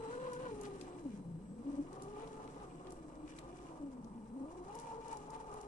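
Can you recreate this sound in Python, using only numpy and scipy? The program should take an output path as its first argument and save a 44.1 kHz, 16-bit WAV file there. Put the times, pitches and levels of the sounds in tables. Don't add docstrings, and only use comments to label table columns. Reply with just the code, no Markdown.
import sys
import numpy as np
from scipy.fft import rfft, irfft, next_fast_len
from scipy.io import wavfile
from scipy.ndimage import uniform_filter1d, map_coordinates

SR = 44100
rng = np.random.default_rng(int(sys.argv[2]) if len(sys.argv) > 2 else 0)


def to_wav(s):
    ch = np.atleast_2d(s).T
    pcm = np.round(np.clip(ch, -1, 1) * 32767)
    wavfile.write(sys.argv[1], SR, pcm.astype(np.int16))


N = 250047
TIME = np.arange(N) / SR
TOP_HZ = 11400


def amp(db):
    return 10 ** (np.asarray(db) / 20)


def unit(x):
    return x / np.sqrt(np.mean(x ** 2) + 1e-20)


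def along(points, hz):
    f, v = np.transpose(points)
    return np.interp(np.log(hz + 1), np.log(f + 1), v)


def curves(rows):
    times, *columns = np.transpose(rows)
    return [np.interp(TIME, times, column) for column in columns]


def swells(rows):
    t = np.arange(0, N / SR, 1 / 1000)
    gain_db = sum(db * np.exp(-2 * ((t - centre) / width) ** 2) for centre, width, db in rows)
    return np.interp(TIME, t, gain_db)


def noise():
    return rng.standard_normal((2, N))


def wobble(rate):
    return map_coordinates(rng.standard_normal(int(N * rate / SR) + 4), [TIME * rate])


def filtered(x, response):
    size = next_fast_len(N + SR // 2)
    return irfft(rfft(x, size) * response(np.fft.rfftfreq(size, 1 / SR)), size)[..., :N]


def resonance(f, centre, width):
    return 1j * f * width / (centre ** 2 - f ** 2 + 1j * f * width)


# (frequency [Hz], coherence [0-1])
COHERENCE = [(30, .99), (130, .97), (300, .92), (600, .85), (1000, .6), (2500, .4), (8000, .25)]
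def stereo(pair):
    angle = lambda hz: np.arccos(np.clip(along(COHERENCE, hz), -1, 1)) / 2
    mid, side = filtered(pair, lambda hz: np.array([np.cos(angle(hz)), np.sin(angle(hz))]))
    return unit(np.array([mid + side, mid - side]))


def coloured(pair, spectrum):
    return stereo(filtered(pair, lambda hz: amp(along(spectrum, hz))))


def levelled(pair):
    power = uniform_filter1d(np.mean(pair ** 2, axis=0), size=SR // 16)
    return stereo(pair / np.sqrt(np.abs(power)))


# (frequency [Hz], relative level [dB])
RUMBLE_SPECTRUM = [(10, -4.5), (36, -6.5), (48, 0.5), (60, -6.5), (80, -20), (125, -8), (250, -28),
                   (600, -22.5), (1500, -33.5), (4000, -47.5)]
def forest_rumble():
    return amp(-61.5) * coloured(noise(), RUMBLE_SPECTRUM)


# (time [s], tooth rate [Hz])
TOOTH_RATE = [(0, 451.8), (.08, 440.2), (.14, 498.7), (.36, 500), (.43, 519.6), (.485, 498), (.51, 438.2),
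              (.72, 398), (.84, 357), (1, 353.8), (1.07, 272.6), (1.12, 200.7), (1.17, 211), (1.23, 174.4),
              (1.38, 160.2), (1.41, 199.7), (1.51, 187.8), (1.62, 239), (1.68, 277.5), (1.81, 285.4),
              (1.9, 357.2), (2.24, 445), (2.62, 416.5), (2.68, 361), (2.92, 365.9), (3.05, 305.5),
              (3.28, 305), (3.58, 355.8), (3.78, 313.4), (3.82, 286.6), (3.98, 257.3), (4.01, 205.2),
              (4.08, 233), (4.12, 199), (4.17, 243.8), (4.22, 210.2), (4.33, 236.4), (4.37, 267.4),
              (4.44, 278.5), (4.54, 359.4), (4.65, 361), (4.77, 457.5), (5.13, 454.3), (5.22, 411.9),
              (5.36, 444.4), (5.67, 406.3)]
def gear_rotation(hunt=0.016, teeth_per_turn=92, first_tight_tooth=35.7):
    tooth_hz, = curves(TOOTH_RATE)
    teeth = np.cumsum(tooth_hz * (1 + hunt * wobble(25))) / SR
    tight = np.cos(2 * np.pi * (teeth - first_tight_tooth) / teeth_per_turn)
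    return tooth_hz, 2 * np.pi * teeth, tight


def drive_level(law, speed, tight):
    usual_db, doubling_db, swing_db, recede_db_per_s = law
    return usual_db + doubling_db * np.log2(speed) + swing_db * tight - recede_db_per_s * TIME


# (tooth rate [Hz], level [dB])
SHELL_RESPONSE = [(160, -43.5), (190, -50), (245, -46.5), (283, -45), (303, -52), (350, -54.6), (440, -55),
                  (500, -48.5)]
# (time [s], width [s], gain [dB])
TOOTH_BINDS = [(.06, 0.13, 9), (.28, 0.093, 4), (.52, 0.025, 7.5), (.63, 0.2, 6), (1.06, 0.046, 5.5),
               (1.14, .04, 5), (1.685, 0.026, 7.5), (1.742, 0.016, 3), (1.8, 0.032, 10), (2.15, 0.17, 7),
               (2.88, 0.056, 3.5), (3.25, 0.021, 8.5), (3.825, 0.05, 5.5), (3.875, 0.042, 1.5),
               (3.975, 0.021, 3.5), (4.08, 0.017, 1), (4.41, 0.072, 5), (4.6, 0.16, 6.5), (4.98, 0.06, 8.5),
               (5.6, 0.4, 5)]
# (time [s], width [s], gain [dB])
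TOOTH_SLIPS = [(1.105, 0.0085, 3), (1.43, .02, -7), (1.637, .012, -23), (1.72, 0.014, -3),
               (1.762, 0.0068, -10), (3.91, 0.012, -10)]
def mesh_amplitude(tooth_hz, tight, swing_db=0.43, recede_db_per_s=1.0):
    load_db = swells(TOOTH_BINDS) + swells(TOOTH_SLIPS) + swing_db * tight
    return amp(along(SHELL_RESPONSE, tooth_hz) + load_db - recede_db_per_s * TIME)


def rough_tone(phase, blur, flutter_db):
    return unit(amp(flutter_db * wobble(70)) * np.sin(phase + blur * wobble(130)))


# (time [s], looseness [0 firm to 1 rattling])
TOOTH_PLAY = [(.6, 0), (.9, .5), (2.22, .2), (2.42, 1), (2.9, .5), (3.4, .8), (3.85, .1), (4.6, .1),
              (4.8, .45)]
# (frequency [Hz], gain [dB])
CHASSIS_RESPONSE = [(520, -9), (690, -14), (830, -12), (900, -17), (1030, -6), (1250, -21), (1480, -6),
                    (1700, -26)]
def gear_whine(phase, speed, mesh_gain, loose, flutter_db=2.0, rock_rad=0.12, backlash=0.66):
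    pressure = mesh_gain * speed / amp(-50)
    slack = np.maximum(.3 + .55 / (1 + pressure ** 3), loose)
    pinion = phase / 12 + 1.2 * wobble(20)
    phase = phase + backlash * slack * (wobble(34) + wobble(110)) + rock_rad * np.sin(pinion)
    mesh_gain = mesh_gain * amp(flutter_db * np.cos(pinion))
    contact = 1 - slack / (1 + np.exp(4 * (.9 - loose / 2 - wobble(75))))
    tone = mesh_gain * unit(contact) * rough_tone(phase, blur=.17, flutter_db=1.1)
    second = rough_tone(2 * phase, blur=.45 + .6 * loose, flutter_db=4)
    third = .5 * speed * rough_tone(3 * phase, blur=.4 + loose, flutter_db=4)
    overtones = mesh_gain * (second + third) * np.minimum(speed, 1) * (1 - loose / 2)
    radiated = filtered(overtones, lambda hz: amp(along(CHASSIS_RESPONSE, hz)))
    return (tone + radiated) * amp([[.9], [-.9]])


# (frequency [Hz], bandwidth [Hz], gain [dB])
HOUSING_MODES = [(533.5, 46, 2), (731, 58, 2), (868, 64, 1), (1011, 100, 0), (1203, 51, 3),
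                 (1355, 28, -4.5), (1480, 90, -10.5)]
# (level at usual speed [dB], rise per speed doubling [dB], swing [dB], fade [dB/s])
RATTLE_LAW = (-57, 10, 2.5, 0.25)
# (time [s], rattle gain [dB], grinding gain [dB])
GEARBOX_GAINS = [(0, 1, -17), (1.3, -3, -2.5), (1.8, 1.5, -7), (3, 0.5, -26), (3.8, 2, -7), (4.2, -1, 3.5),
                 (4.6, 2, -3), (4.85, -0.5, 6), (5.21, 1.5, -2), (5.55, 4, -5)]
def gear_rattle(phase, speed, tight, loose, scrape, burst_db, grind_hz=901, grind_width_hz=194):
    def harmonic(k):
        return np.array([rough_tone(k * phase, .75 + .45 * loose, flutter_db=2.5) for side in range(2)])

    def housing(f):
        modes = sum((-1) ** k * amp(db) * resonance(f, hz, width)
                    for k, (hz, width, db) in enumerate(HOUSING_MODES))
        return modes / (1 + (f / 1900) ** 6)

    rattle_db, grind_db = drive_level(RATTLE_LAW, speed, tight) + np.array(curves(GEARBOX_GAINS))
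    overtones = amp(-15 - 5 * loose) * speed ** 2 * (harmonic(2) + amp(-3) * harmonic(3))
    ring = filtered(noise() * scrape + overtones, housing)
    friction = noise() * scrape + amp(-15) * harmonic(2)
    grind = filtered(friction, lambda f: resonance(f, grind_hz, grind_width_hz) ** 2)
    return amp(rattle_db) * levelled(ring) + amp(grind_db + burst_db) * levelled(grind)


# (frequency [Hz], relative level [dB])
RASP_SPECTRUM = [(900, -9.5), (1480, 7.5), (1950, 4.5), (2200, -2.5), (2950, 0.5), (3500, -6), (3950, -3),
                 (6000, -22)]
# (level at usual speed [dB], rise per speed doubling [dB], swing [dB], fade [dB/s])
FLANK_LAW = (-68, 14, 2.13, 2.02)
def gear_rasp(phase, speed, tight, scrape, load_db):
    impulses = np.diff(phase // (2 * np.pi), prepend=0)
    strikes = impulses * np.tanh(noise()) * amp(3.5 * np.clip(rng.standard_normal(N), -2, 2))
    excitation = (unit(strikes) + unit(noise() * scrape)) * amp(1.3 * wobble(45))
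    return amp(drive_level(FLANK_LAW, speed, tight) + load_db) * coloured(excitation, RASP_SPECTRUM)


# (frequency [Hz], gain [dB])
FITTING_MODES = [(1700, 0.5), (2370, 4.5), (2870, 2), (3450, -3.5)]
def fitting_ticks(shake_db, taps_per_s=70, width_hz=65, offset_db=-6.5):
    taps = (rng.random(N) < taps_per_s / SR) * amp(8 * rng.random(N))
    ring = sum(filtered(taps * np.tanh(noise()), lambda f: amp(db) * resonance(f, hz, width_hz))
               for hz, db in FITTING_MODES)
    return amp(shake_db + offset_db) * stereo(ring)


# (frequency [Hz], relative level [dB])
DRONE_SPECTRUM = [(60, -44), (100, -10), (130, -2), (165, 1), (210, -6), (285, 3.5), (325, -5), (400, -6),
                  (480, -3.5), (620, -16), (900, -43.5)]
def shell_drone(speed, recede_db_per_s=1.03):
    level_db = -52.5 + 4.6 * (speed - 1) - recede_db_per_s * TIME
    return amp(level_db) * coloured(noise(), DRONE_SPECTRUM)


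# (level at usual speed [dB], rise per speed doubling [dB], swing [dB], fade [dB/s])
LEAF_LAW = (-70, 9.5, -0.15, 0.5)
# (time [s], width [s], gain [dB])
LEAF_HEAPS = [(.12, 0.047, 4), (.65, 0.029, 8), (.8, 0.09, 4), (1.14, 0.09, 8.5), (1.72, 0.085, 5),
              (2.22, 0.06, 2), (3.33, 0.086, 10.5), (3.62, 0.18, 5), (4.78, 0.19, 5.5), (5.11, 0.12, 6),
              (5.34, 0.033, 7.5), (5.405, 0.023, 5), (5.58, 0.15, 4.5)]
def leaf_crushing(speed, tight):
    heap_db = swells(LEAF_HEAPS)
    return drive_level(LEAF_LAW, speed, tight) + heap_db, heap_db


# (frequency [Hz], relative level [dB])
LEAF_SPECTRUM = [(700, -15.5), (1600, 6), (2800, -3), (4200, -4.5), (6000, 1), (8500, -1.5), (10500, -4),
                 (12000, -47)]
def leaf_rustle(leaf_db, grains_per_s=900, hiss=0.76):
    breaks = rng.random(N) < grains_per_s / SR
    sizes = amp(4 * np.minimum(rng.exponential(size=N), 2))
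    grains = unit(np.tanh(noise()) * breaks * sizes)
    clumps = amp(2.2 * wobble(45))
    rustle = coloured((grains + hiss * noise()) * clumps, LEAF_SPECTRUM)
    return amp(leaf_db) * rustle * amp([[.7], [-.7]])


def leaf_crackle(leaf_db, per_s=150, offset_db=-15.0, scatter_db=7, pitch_hz=5000, spread=0.96, cycles=16):
    out, t = np.zeros((2, N + SR)), np.arange(SR // 60) / SR
    for when, size, pitch, pan, lead in rng.random((round(per_s * N / SR), 5)):
        hz = min(pitch_hz * np.exp(spread * (2 * pitch - 1)), TOP_HZ)
        start_phase = 2 * np.pi * np.array([[0], [lead]]) / 3
        tick = np.sin(2 * np.pi * hz * t + start_phase) * amp(-60 * t * hz / cycles)
        strength = amp(scatter_db * min(-np.log(1 - size), 2))
        out[:, int(when * N):][:, :len(t)] += strength * tick * np.sqrt([[pan], [1 - pan]])
    return amp(leaf_db + offset_db) * unit(out[:, :N])


SWITCHING_HZ = [4002, 8004, 9001]
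# (time [s], lowest tone [dB], middle tone [dB], highest tone [dB])
SWITCHING_LEVELS = [(.1, -77, -77, -83), (.6, -89, -87, -78.5), (.88, -86, -78, -82),
                    (1.22, -89.5, -85.5, -87), (1.5, -98, -78.5, -87), (1.8, -94, -87, -85.5),
                    (2.25, -86, -87, -86), (2.7, -100, -81.5, -87), (3.17, -93, -79, -88),
                    (3.9, -100, -87, -90), (4.4, -92, -84.5, -82), (4.8, -88, -96, -93)]
def controller_whistle():
    tone = lambda hz: unit(amp(2.2 * wobble(14)) * np.sin(2 * np.pi * hz * TIME + .9 * wobble(42)))
    partials = list(zip(SWITCHING_HZ, curves(SWITCHING_LEVELS)))
    return np.array([sum(amp(db) * tone(hz) for hz, db in partials) for side in range(2)])


# (time [s], peak level [dB], centre frequency [Hz])
FRACTURES = [(0.333, -42, 7460), (0.613, -40.5, 8300), (.634, -45, 7700), (0.654, -46.5, 4000),
             (0.8122, -40, 5460), (0.8132, -46.5, 2881), (1.93, -50, 6200), (2.0218, -43.5, 6780),
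             (2.0347, -49, 8230), (2.2738, -50.5, 3180), (2.4768, -49.5, 2600), (2.545, -52, 2300),
             (2.87, -47.5, 2699), (2.9062, -45, 7750), (2.922, -45, 8700), (3.278, -51, 2133),
             (3.3871, -40.5, 2290), (3.39, -42.5, 6808), (4.045, -54.5, 5750), (4.7525, -45, 9500),
             (4.789, -43, 5890), (4.799, -41.5, 8600), (5.082, -46.5, 6903), (5.1291, -45.5, 7337),
             (5.171, -43.5, 7000), (5.304, -47.5, 7295), (5.5399, -44.5, 9530), (5.6127, -47, 7765)]
def twig_snaps(rise_s=0.0033, crack_t60=0.015, crumble_t60=0.42, crumble_db=-20, breadth=1.08):
    out = np.zeros((2, N + SR))
    t = np.arange(SR // 10) / SR - 1 / 50
    hz = np.fft.rfftfreq(len(t), 1 / SR)
    rise = amp(60 * np.minimum(t, 0) / rise_s)
    fall = amp(-60 * abs(t) / crack_t60) + amp(crumble_db - 60 * abs(t) / crumble_t60)
    for when, db, pitch_hz in FRACTURES:
        fibres = rng.standard_normal((2, len(t))) * amp(3 * rng.standard_normal(len(t)))
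        band = resonance(hz, pitch_hz, breadth * pitch_hz) ** 2 * (hz < TOP_HZ)
        crack = irfft(rfft(fibres * np.where(t < 0, rise, fall)) * band, len(t))
        out[:, round((when + t[0]) * SR):][:, :len(t)] += amp(db) * crack / np.abs(crack).max()
    return out[:, :N] * amp([[1.4], [-1.4]])


# (time [s], width [s], gain [dB])
HOUSING_RUBS = [(2.22, 0.039, 9), (4.87, 0.01, 4), (4.92, 0.015, 2.5), (4.957, 0.015, 3),
                (5.07, 0.032, 4.5), (5.135, 0.044, 8.5), (5.355, 0.022, 11), (5.41, 0.026, 14)]
def grinding_bursts():
    return swells(HOUSING_RUBS)


# (frequency [Hz], phase [rad])
PHASE_LEAD = [(0, 0), (520, 1), (1000, 1.55), (2300, 5.5), (11400, 27)]
def from_the_left(pair):
    half_lead = lambda hz: .5 * np.interp(hz, *np.transpose(PHASE_LEAD))
    return filtered(pair, lambda hz: np.exp(1j * half_lead(hz) * np.array([[1], [-1]])))


def scene(usual_hz=400):
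    tooth_hz, phase, tight = gear_rotation()
    speed = tooth_hz / usual_hz
    loose, = curves(TOOTH_PLAY)
    leaf_db, heap_db = leaf_crushing(speed, tight)
    burst_db = grinding_bursts()
    truck = gear_whine(phase, speed, mesh_amplitude(tooth_hz, tight), loose)
    scrape = (1 + .55 * np.cos(phase)) * amp(1.9 * wobble(90))
    truck += gear_rattle(phase, speed, tight, loose, scrape, burst_db)
    truck += gear_rasp(phase, speed, tight, scrape, load_db=0.98 * heap_db + 0.37 * burst_db)
    truck += fitting_ticks(leaf_db + burst_db / 2) + shell_drone(speed)
    truck += leaf_rustle(leaf_db) + leaf_crackle(leaf_db)
    return from_the_left(truck) + controller_whistle() + twig_snaps() + forest_rumble()


def record(dry):
    return filtered(dry, lambda hz: 1 / np.sqrt(1 + (hz / TOP_HZ) ** 120))


dry = scene()
out = record(dry)
to_wav(out)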